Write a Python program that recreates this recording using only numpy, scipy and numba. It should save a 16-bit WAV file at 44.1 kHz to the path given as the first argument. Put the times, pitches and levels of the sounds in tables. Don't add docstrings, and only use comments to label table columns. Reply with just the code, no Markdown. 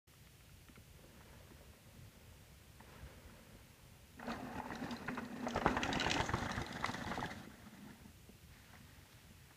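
import sys
import numpy as np
from scipy import signal
from scipy.fft import rfft, irfft
from scipy.io import wavfile
from scipy.ndimage import uniform_filter1d
from numba import njit

SR = 44100
rng = np.random.default_rng(int(sys.argv[2]) if len(sys.argv) > 2 else 0)


def wav_record(signal):
    frames = np.transpose(np.atleast_2d(signal))
    bounded = np.clip(frames, -1, 1)
    quanta = np.round(bounded * 32767).astype(np.int16)
    wavfile.write(sys.argv[1], SR, quanta)


N = 421596

# t/s, level/dB
CASE_TICKS = [(0.1376, -55), (0.271, -53), (0.4075, -58), (0.4938, -57), (0.6843, -50), (0.7567, -49),
              (0.7637, -54)]
# t/s, level/dB
THUDS = [(0.694, -52.5), (0.774, -52), (2.172, -58), (2.803, -56), (3.55, -53), (7.473, -44.5), (7.92, -53),
         (8.014, -56), (8.08, -57), (8.291, -47.5), (9.308, -56)]
# t/s, rise/s, level/dB, decay/(dB/s)
STRETCHES = [(0.85, 0.28, -66.5, 5), (2.78, 0.15, -62, 15.5), (8.47, 0.076, -66.5, 7),
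             (9.42, 0.15, -81, 10)]
# t/s, level/dB, f/Hz
CLINKS = [(4.2696, -46.5, 4360), (4.317, -38, 4300), (4.7542, -41, 4270), (4.9092, -35.5, 3700),
          (4.9651, -43.5, 4100), (5.064, -49, 4200), (5.1497, -47, 4300), (5.251, -46.5, 4150),
          (5.484, -40.5, 6340), (5.506, -35.5, 2980), (5.547, -44, 5740), (5.575, -38, 2940),
          (5.6123, -41, 2800), (5.676, -37, 2820), (5.769, -39, 2740), (5.8328, -24.5, 3230),
          (5.877, -43.5, 5670), (5.9287, -27.5, 3900), (5.956, -32.5, 2700), (5.977, -54, 2980),
          (5.9979, -23.5, 2940), (6.009, -28, 2940), (6.0215, -32, 2960), (6.046, -32, 2930),
          (6.1, -27, 3000), (6.1135, -21, 2920), (6.1405, -26, 2900), (6.177, -38, 2980),
          (6.201, -36, 3230), (6.209, -31.5, 3350), (6.2604, -44, 3330), (6.3366, -42, 3380),
          (6.352, -45.5, 6650), (6.385, -37.5, 4130), (6.463, -43, 3410), (6.495, -41, 3530),
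          (6.516, -34.5, 4150), (6.564, -44, 3400), (6.617, -37, 3750), (6.6642, -38.5, 3640),
          (6.7258, -38.5, 3570), (6.809, -46, 3930), (6.842, -38, 3530), (6.8594, -29.5, 3820),
          (6.9137, -39.5, 3700), (6.938, -36, 3530), (6.9791, -52, 3360), (7.039, -45, 3950),
          (7.062, -42.5, 3390), (7.1023, -48, 3440), (7.159, -45, 3760), (7.2056, -41, 3400),
          (7.259, -40, 3170), (7.3136, -45, 3760)]
# t/s, level/dB
CLATTERS = [(2.799, -52.5), (3.295, -54), (4.19, -49), (4.226, -44), (4.296, -38.5), (4.321, -40),
            (4.714, -44), (4.757, -38), (5.078, -34), (5.086, -32.5), (5.173, -35), (5.186, -37),
            (5.558, -42), (5.677, -28), (5.767, -32), (5.833, -29), (6.009, -27.5), (6.291, -36)]
# t/s, level/dB, f/Hz
RUTS = [(5.555, -31.5, 80), (5.572, -37, 240), (5.659, -25, 207), (5.669, -35, 110), (5.763, -37, 72),
        (5.838, -39, 80), (5.884, -38, 85), (5.953, -32, 129), (5.971, -29, 284), (6.061, -36, 78),
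        (6.119, -41, 100), (6.197, -31, 93), (6.295, -37, 89.5), (6.335, -27.5, 102), (6.377, -43, 100),
        (6.416, -36, 89.5), (6.455, -42, 84.5), (6.535, -39, 170), (6.573, -31.5, 113), (6.59, -42, 120),
        (6.608, -36, 100), (6.755, -44, 140), (6.821, -46, 65), (6.88, -48, 100), (6.893, -33.5, 230),
        (7.057, -39, 87), (7.107, -43, 83), (7.172, -48, 83), (7.221, -51, 90), (7.255, -48, 116)]
# t/s, ring level/dB, ring f/Hz, thump level/dB, dirt level/dB
KNOCKS = [(0.991, -49, 490, -63, -58), (1.038, -50, 555, -51, -63), (1.207, -56, 990, -70, -53),
          (1.328, -50, 565, -64, -56), (1.405, -48, 594, -67, -60), (1.505, -52, 1020, -53, -57),
          (1.608, -47, 564, -53, -56.5), (1.734, -53, 510, -70, -58), (2.804, -43, 900, -61, -53),
          (4.1966, -42, 1870, -60, -43.5), (4.228, -33.5, 796, -52, -42), (4.279, -28, 663, -52, -42),
          (4.303, -32, 1240, -42.5, -45), (4.553, -36, 876, -43, -43), (4.6, -26.5, 853, -54, -43),
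          (4.658, -35, 890, -56, -49), (4.7034, -32, 960, -43, -38), (4.7175, -34.5, 1850, -41, -42),
          (5.083, -28.5, 1535, -38, -32.5), (5.177, -40, 1030, -41, -34), (5.466, -25.5, 653, -58, -33),
          (5.474, -28.5, 680, -52, -50), (5.559, -21.5, 790, -32, -28.5), (5.5774, -23, 482, -44, -31),
          (5.614, -31, 795, -48, -32), (5.652, -24, 735, -38, -40), (5.661, -6.5, 840, -27, -25.5),
          (5.6663, -17, 956, -36, -40), (5.68, -31, 1400, -42, -41), (5.732, -32, 452, -48, -44),
          (5.742, -29, 960, -50, -49), (5.767, -29, 800, -35.5, -26), (5.891, -26, 750, -36, -33),
          (5.955, -40, 704, -30.5, -33), (6.0641, -21, 860, -36, -36), (6.0878, -26, 740, -37, -45),
          (6.1643, -27, 720, -37, -31), (6.2015, -23, 904, -36, -28.5), (6.242, -34, 885, -59, -43),
          (6.292, -26, 1820, -45, -33), (6.336, -32, 1090, -32.5, -27.5), (6.348, -34, 1000, -50, -38),
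          (6.381, -32, 920, -52, -44), (6.4242, -34, 850, -46, -38), (6.4596, -33, 876, -57, -38),
          (6.494, -30.5, 1230, -60, -36), (6.53, -34, 1740, -46, -41), (6.5772, -30, 1650, -38, -33.5),
          (6.6132, -41, 810, -39, -41), (6.749, -51, 750, -54, -58), (6.769, -40, 710, -47, -60),
          (6.827, -38, 1160, -50, -35), (6.8436, -19, 1110, -59, -33.5), (6.845, -22, 2000, -61, -42),
          (6.885, -37, 980, -52, -35), (6.8962, -40, 940, -45, -36), (6.9434, -33.5, 1920, -60, -36),
          (7.014, -42, 845, -48, -40), (7.045, -33, 850, -61, -50), (7.065, -34, 830, -47, -44),
          (7.114, -34.5, 695, -49, -31.5), (7.175, -26, 760, -36, -49), (7.193, -30.5, 1265, -42, -41),
          (7.2263, -24.5, 860, -44, -49), (7.243, -29.5, 1670, -41, -45), (8.734, -55, 730, -66, -47.5),
          (8.753, -49, 1970, -77, -53), (9.054, -58, 735, -71, -59), (9.507, -57, 1680, -67, -54)]
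# t/s, f/Hz, level/dB
GROWL = [(4.2, 650, -85), (4.3, 686, -54), (4.37, 770, -54), (4.45, 710, -52), (4.58, 870, -55.5),
         (4.72, 890, -67), (4.95, 900, -62)]
# t/s, level/dB
ROLL = [(4.17, -76), (4.23, -53.5), (4.31, -42.5), (4.42, -50), (4.9, -48.5), (5.35, -50.5), (5.58, -44.5),
        (5.69, -42.5), (5.87, -40), (6.0, -38.5), (6.15, -38.5), (6.36, -45), (6.5, -44), (6.7, -46.5),
        (6.88, -46.5), (7.26, -45.5), (7.41, -57), (7.92, -62), (8.12, -70)]
# t/s, half-width/s, level/dB
SPRAYS = [(4.327, 0.024, -63), (4.94, 0.042, -65), (6.115, 0.039, -57), (6.89, 0.023, -63),
          (7.34, 0.1, -71), (9.158, 0.1, -66)]
# t/s, f/Hz, width/Hz
CAVITY = [(4.2, 228.4, 26), (5.5, 230, 21), (5.75, 243, 63), (6.0, 260, 130), (6.18, 270, 120),
          (6.45, 217, 59), (7.3, 217, 39), (7.8, 210, 30)]

# f/Hz, width/Hz, level/dB
CASE_MODES = [(1360, 120, 3.5), (1850, 260, -5), (2140, 140, 2), (2870, 250, -15)]
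THUD_MODES = [(210, 71, 11), (352, 59, -6), (560, 120, -42)]
TYRE_AIR_MODES = [(219.7, 25, 26), (262, 35, -23)]
PAWL_MODES = [(6300, 420, 0), (6700, 420, -1)]
SPROCKET_MODES = [(2565, 70, 15), (2912, 40, 17.5), (3100, 73, -5), (3800, 220, 2.5), (4240, 250, 0.5),
                  (4930, 270, -3), (5360, 300, 6.5), (5690, 300, 12), (6030, 240, 6.5), (7300, 260, -4)]
FRAME_MODES = [(1020, 73, -7), (1394, 77, -1), (1476, 57, 0), (1785, 65, -2.5), (1920, 77, 1),
               (2487, 83, -2)]
TREAD_MODES = [(2500, 280, 15), (2700, 370, -2), (2840, 110, -15), (3210, 240, -22)]

# f/Hz, level/dB
FOREST_TONE = [(12, -37), (20, -18.5), (61, 0), (112, -2), (140, -3), (244, -16), (341, -18), (462, -19.5),
               (664, -23), (1190, -26), (1290, -25.5), (1810, -24.5), (2820, -23), (3720, -27),
               (15400, -32)]
# f/Hz, level/dB
LINK_TONE = [(900, -18.5), (1900, 14), (2250, 4), (2550, 5), (2950, 7), (3450, 4.5), (3900, 9), (4400, 7),
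             (6000, 0.5), (8000, -4), (9500, -23), (14000, -48)]
CRACK_TONE = [(1500, -50.5), (2500, -12.5), (3900, 3), (4600, 4.5), (5600, -4), (6500, 0.5), (7800, -5),
              (8900, -24.5), (14000, -30.5)]
EDGE_TONE = [(3000, -31), (6000, -8), (9700, 15), (11500, -8), (14500, -9)]
# f/Hz, level/dB
THUMP_TONE = [(20, -14), (45, -1), (90, -8.5), (180, -3.5), (300, -2.5), (500, -11), (900, -49),
              (3000, -71), (9000, -98)]
DIRT_TONE = [(100, 0.5), (300, -1.5), (800, 7.5), (1400, 5.5), (2050, 1.5), (2400, -11.5), (3200, -12),
             (5000, -25), (8000, -32), (13000, -66)]
# f/Hz, level/dB
FAR_COMING_TONE = [(150, -7), (260, -6.5), (330, 2), (420, 0.5), (520, 7), (740, -5.5), (920, -0.5),
                   (1150, -5.5), (1500, -3), (2000, -5), (3000, -11.5), (6000, -21), (12000, -48)]
FAR_GOING_TONE = [(150, -6), (300, -11), (800, -2), (1300, -2), (1900, 3), (2400, -2.5), (3300, -6),
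                  (6000, -13), (12000, -31)]
NEAR_COMING_TONE = [(150, -27), (310, 3.5), (480, 8), (660, 3.5), (830, 4), (1060, 0), (1270, -2),
                    (1500, 0), (1660, -2), (1880, 0.5), (2300, -12), (3200, -45), (5000, -20), (12000, -61)]
NEAR_GOING_TONE = [(150, -9), (320, 5), (420, -6.5), (500, 2.5), (580, 1.5), (810, 3), (1100, -5.5),
                   (1400, -1), (1700, -1.5), (2050, 1), (2400, -22), (2800, -19), (3400, -8), (5000, -40),
                   (12000, -64)]
RUMBLE_TONE = [(20, -19), (40, -19), (65, 4.5), (110, 3), (165, 9), (280, -19.5), (600, -39), (4000, -86)]
GRIT_TONE = [(1500, -2), (3000, -4.5), (3800, 1), (4250, -1.5), (4600, -3.5), (5600, -7), (6500, -5.5),
             (7600, -11.5), (8800, -17), (14000, -26)]

PASS_S, REAR_PASS_S = 5.81, 6.19


def undb(db):
    return 10 ** (np.asarray(db) / 20)


def unit(x):
    return x / np.sqrt(np.mean(x ** 2))


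def unit_peak(x):
    return x / np.abs(x).max()


def add(out, at_s, x):
    i = max(int(at_s * SR), 0)
    out[i:i + len(x)] += x[:N - i]


def colour(x, tone, size=4096):
    hz, db = np.transpose(tone)
    log_hz = np.log(np.fft.rfftfreq(size, 1 / SR) + 1)
    log_gain = np.log(undb(np.interp(log_hz, np.log(hz), db)))
    cepstrum = irfft(log_gain)[:size // 2]
    cepstrum[1:] *= 2
    impulse = irfft(np.exp(rfft(cepstrum, size)))[:size // 2]
    return signal.fftconvolve(x, impulse)[:len(x)]


def ring(x, modes):
    return sum(undb(db) * signal.lfilter(*signal.iirpeak(hz, hz / width_hz, fs=SR), x)
               for hz, width_hz, db in modes)


@njit
def sweep(x, hz, width_hz):
    y, band, low = np.empty(len(x)), 0., 0.
    for i in range(len(x)):
        g, damping = np.tan(np.pi * hz[i] / SR), width_hz[i] / hz[i]
        v = (band + g * (x[i] - low)) / (1 + g * (g + damping))
        band, low, y[i] = 2 * v - band, low + 2 * g * v, damping * v
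    return y


def fade(t, t60_s):
    return np.exp(-np.log(1000) * t / max(t60_s, 1e-3))


def swell(t, at_s, half_s, db):
    return undb(db) * np.exp(-((t - at_s) / half_s) ** 2)


def walk(rate_hz):
    hold = int(SR / rate_hz)
    steps = np.repeat(rng.standard_normal(N // hold + 1), hold)
    return unit(uniform_filter1d(steps, hold)[:N])


def grains(rate_hz, spread_db):
    strength = undb(spread_db * np.clip(rng.standard_normal(N), -2, 2))
    return (rng.random(N) < rate_hz / SR) * strength * rng.choice([-1, 1], N)


def taps(table, modes, contact_t60_s, size=5000):
    out, t = np.zeros(N), np.arange(size) / SR
    for at_s, db in table:
        contact = rng.standard_normal(size) * fade(t, contact_t60_s)
        add(out, at_s, undb(db) * unit_peak(ring(contact, modes)))
    return out


def roll_gain(t):
    return undb(np.interp(t, *np.transpose(ROLL), left=-120, right=-120))


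def facing(t, coming_db, going_db):
    behind = .5 + .5 * np.tanh((t - REAR_PASS_S) / 0.019)
    return undb(coming_db + (going_db - coming_db) * behind)


def forest(level_db=-60):
    air = unit(colour(rng.standard_normal(N), FOREST_TONE))
    low = signal.sosfiltfilt(signal.butter(2, 220, fs=SR, output="sos"), air)
    waver_db = 1.2 * walk(6) + 2.6 * walk(28) - 0.7
    return undb(level_db) * (air + low * (undb(waver_db) - 1))


def trees(x, t60_s=0.33, send_db=-10.5):
    t = np.arange(SR) / SR
    echoes = rng.laplace(size=len(t)) * fade(t, t60_s) * (t > .006)
    tone = [(100, -5.5), (400, 3.5), (2000, -9.0), (5000, 1.5), (12000, 5.5)]
    impulse = colour(echoes / np.linalg.norm(echoes), tone)
    return undb(send_db) * signal.fftconvolve(x, impulse)[:N]


def case_ticks():
    hits = taps(CASE_TICKS, CASE_MODES, contact_t60_s=0.011)
    return undb(3.5) * colour(hits, [(500, -14), (1200, 0.0), (2800, -1.0), (5000, -18)])


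def far_thuds():
    hits = taps(THUDS, THUD_MODES, contact_t60_s=0.042)
    return undb(5.5) * colour(hits, [(600, -3.0), (2000, -31)])


def pebbles(count, spread_db, size=1000):
    out, t = np.zeros(N), np.arange(size) / SR
    for moment, pitch, sustain, force in rng.random((count, 4)):
        hz = 750 * 3.4 ** pitch
        decay = t * hz / (4.5 + 4 * sustain)
        ping = np.sin(2 * np.pi * hz * t) * np.exp(-decay) * (1 - np.exp(-6 * decay))
        add(out, moment * N / SR, undb(spread_db * force) * np.sqrt(hz) * ping)
    return unit(out)


def far_tyres(drum_db=-3):
    t = np.arange(N) / SR
    gain = sum(np.clip((t - at_s) / rise_s, 0, 1) * undb(db - db_per_s * np.maximum(t - at_s - rise_s, 0))
               for at_s, rise_s, db, db_per_s in STRETCHES)
    stones = undb(-18) * pebbles(count=900, spread_db=12)
    crush = (unit(grains(rate_hz=2200, spread_db=2.5)) + stones) * undb(1.2 * walk(70))
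    bumps = grains(rate_hz=750, spread_db=2.5)
    air = unit(ring(ring(bumps, TYRE_AIR_MODES), [(226, 170, 0)]))
    dirt = np.where(t < PASS_S, unit(colour(crush, FAR_COMING_TONE)), unit(colour(crush, FAR_GOING_TONE)))
    return gain * (dirt + undb(drum_db + 2 * walk(5.4)) * air)


def freewheel(nominal_hz=310, level_db=-60.5, nearest_s=6.17, half_s=0.25):
    t = np.arange(N) / SR
    teeth = np.floor(np.cumsum(nominal_hz * undb(3 * walk(400))) / SR)
    ticks = np.diff(teeth, prepend=0) * undb(6.5 * walk(120))
    sizzle = unit(ring(ring(ticks, PAWL_MODES), [(6250, 2300, 0)]))
    return undb(level_db) * sizzle / (1 + ((t - nearest_s) / half_s) ** 2)


def chain_rattle(count=24, re_roll_db=-8, base_hz=3300):
    start_s, end_s = ROLL[0][0], ROLL[-1][0]
    times_s = start_s + (end_s - start_s) * (np.arange(count) + rng.random(count)) / count
    return [(at_s, 20 * np.log10(roll_gain(at_s)) + re_roll_db + 2 * force, base_hz * 2 ** (.45 * pitch))
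            for at_s, (force, pitch) in zip(times_s, rng.uniform(-0.64, 1, (count, 2)))]


def chain(lag_s=0.0034, size=4000):
    out, t = np.zeros(N), np.arange(size) / SR
    next_links = undb(-10) * (t > lag_s) * fade(np.abs(t - lag_s), 0.013)
    for at_s, db, hz in list(CLINKS) + chain_rattle():
        contact = rng.standard_normal(size) * (fade(t, 0.015) + next_links)
        link = unit_peak(ring(contact, [(hz, 380, 0), (hz * rng.uniform(0.77, 1.45), 450, -2)]))
        sprockets = unit_peak(ring(contact, SPROCKET_MODES))
        metal = unit_peak(colour(undb(5.5) * link + sprockets, LINK_TONE))
        crack = unit_peak(colour(unit_peak(contact) + undb(-2) * sprockets, CRACK_TONE))
        edge = unit_peak(colour(contact * fade(t, 0.02), EDGE_TONE)) * facing(at_s, -29, -15.5)
        add(out, at_s, undb(db) * (undb(2.5) * metal + undb(-2) * crack + edge))
    return out


def frame_clatter():
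    hits = taps(CLATTERS, FRAME_MODES, contact_t60_s=0.053)
    return colour(hits, [(400, 2), (900, 2.5), (2500, -3.5), (3400, -21.5)])


def ruts(squash_cycles=0.53, size=5000):
    out, t = np.zeros(N), np.arange(size) / SR
    for at_s, db, hz in RUTS:
        squash = t * hz / squash_cycles
        add(out, at_s, undb(db) * np.sin(2 * np.pi * hz * t) * squash ** 2 * np.exp(2 - 2 * squash))
    return out


def knocks(soft_rise_s=0.0021, hard_above_db=-27.5, rim_hz=1930, dirt_lead_s=0.001974, size=6000):
    out, t = np.zeros(N), np.arange(size) / SR
    for at_s, ring_db, hz, thump_db, dirt_db in KNOCKS:
        contact = t / soft_rise_s * undb(0.58 * max(ring_db - hard_above_db, 0))
        blow = contact ** 2 * np.exp(2 - 2 * contact)
        after_ring = undb(-10) * (1 - np.exp(-contact)) * np.exp(-contact / 5)
        partials = np.sin(2 * np.pi * hz * t) + undb(-26) * np.sin(2 * np.pi * rim_hz * t)
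        wheel = partials * np.maximum(blow, after_ring)
        noise = rng.standard_normal((2, size)) * (1 - fade(t, 0.026))
        thump = unit_peak(colour(noise[0] * fade(t, 0.069), THUMP_TONE))
        dirt = unit_peak(colour(noise[1] * fade(t, 0.063), DIRT_TONE))
        add(out, at_s, undb(ring_db - 5.5) * wheel + undb(thump_db) * thump)
        add(out, at_s - dirt_lead_s, undb(dirt_db - 0.9) * dirt)
    return out


def tread_growl(width_hz=170):
    t = np.arange(N) / SR
    times_s, hz, db = np.transpose(GROWL)
    carrier = np.exp(2j * np.pi * np.cumsum(np.interp(t, times_s, hz)) / SR)
    slaps = grains(rate_hz=500, spread_db=2) * undb(2 * walk(30))
    baseband = signal.sosfilt(signal.butter(2, width_hz / 2, fs=SR, output="sos"), slaps / carrier)
    return unit((baseband * carrier).real) * undb(np.interp(t, times_s, db, left=-120, right=-120))


def tyre_drum(t, load, ref_db=-52, growth_db_per_db=0.56):
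    bumps = grains(rate_hz=830, spread_db=1.5) * undb(3.2 * load + 2.2 * walk(16))
    times_s, centres_hz, widths_hz = np.transpose(CAVITY)
    hz, width_hz = np.interp(t, times_s, centres_hz), np.interp(t, times_s, widths_hz)
    air = unit(sweep(sweep(bumps, hz, width_hz), hz, width_hz + 200) / np.sqrt(width_hz))
    gain = facing(t, -52, -55.5) * (roll_gain(t) / undb(ref_db)) ** growth_db_per_db
    smooth_ground_hum = swell(t, at_s=7.82, half_s=0.07, db=-66)
    return (gain + smooth_ground_hum) * air


def dirt_crunch(t, load, turn_s=0.11):
    stones = facing(t, -12.5, -11.5) * pebbles(count=1400, spread_db=7.5)
    crush = (unit(grains(rate_hz=2200, spread_db=2)) + stones) * undb(1.7 * load)
    coming, going = unit(colour(crush, NEAR_COMING_TONE)), unit(colour(crush, NEAR_GOING_TONE))
    behind = .5 + .5 * np.tanh((t - PASS_S) / turn_s)
    return undb(-3.5) * roll_gain(t) * ((1 - behind) * coming + behind * going)


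def near_tyres():
    t = np.arange(N) / SR
    roll, load = roll_gain(t), walk(55)
    crunch = dirt_crunch(t, load)
    drum = tyre_drum(t, load)
    jolts = grains(rate_hz=280, spread_db=3) * undb(2.3 * load)
    rumble = roll * facing(t, -14, -10) * unit(colour(jolts, RUMBLE_TONE))
    scrape = grains(rate_hz=1800, spread_db=4) * undb(2.2 * load)
    tread = unit(ring(ring(scrape, TREAD_MODES), [(2700, 640, 0)]))
    scuff = swell(t, at_s=6.07, half_s=0.11, db=-54)
    rasp = (roll * facing(t, -18, -24.5) + scuff) * tread
    spray = unit(colour(grains(rate_hz=4200, spread_db=0.5) * undb(3.9 * load), GRIT_TONE))
    slides = sum(swell(t, *row) for row in SPRAYS)
    grit = undb(-1.5) * (roll * facing(t, -17.5, -12.5) + slides) * spray
    return crunch + drum + rumble + rasp + grit


def scene():
    clatter = frame_clatter()
    bike = far_tyres() + near_tyres() + tread_growl() + knocks() + ruts() + clatter + chain() + freewheel()
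    trail = bike + far_thuds()
    return (trail + case_ticks() + trees(trail) + forest())[None]


def record(dry, start_s=.07, ramp_s=.008, low_hz=28, top_hz=15450):
    gate = np.clip((np.arange(N) / SR - start_s) / ramp_s, 0, 1)
    high_passed = signal.sosfilt(signal.butter(2, low_hz, "high", fs=SR, output="sos"), dry * gate)
    return signal.sosfilt(signal.ellip(12, .1, 70, top_hz, fs=SR, output="sos"), high_passed)


dry = scene()
out = record(dry)
wav_record(out)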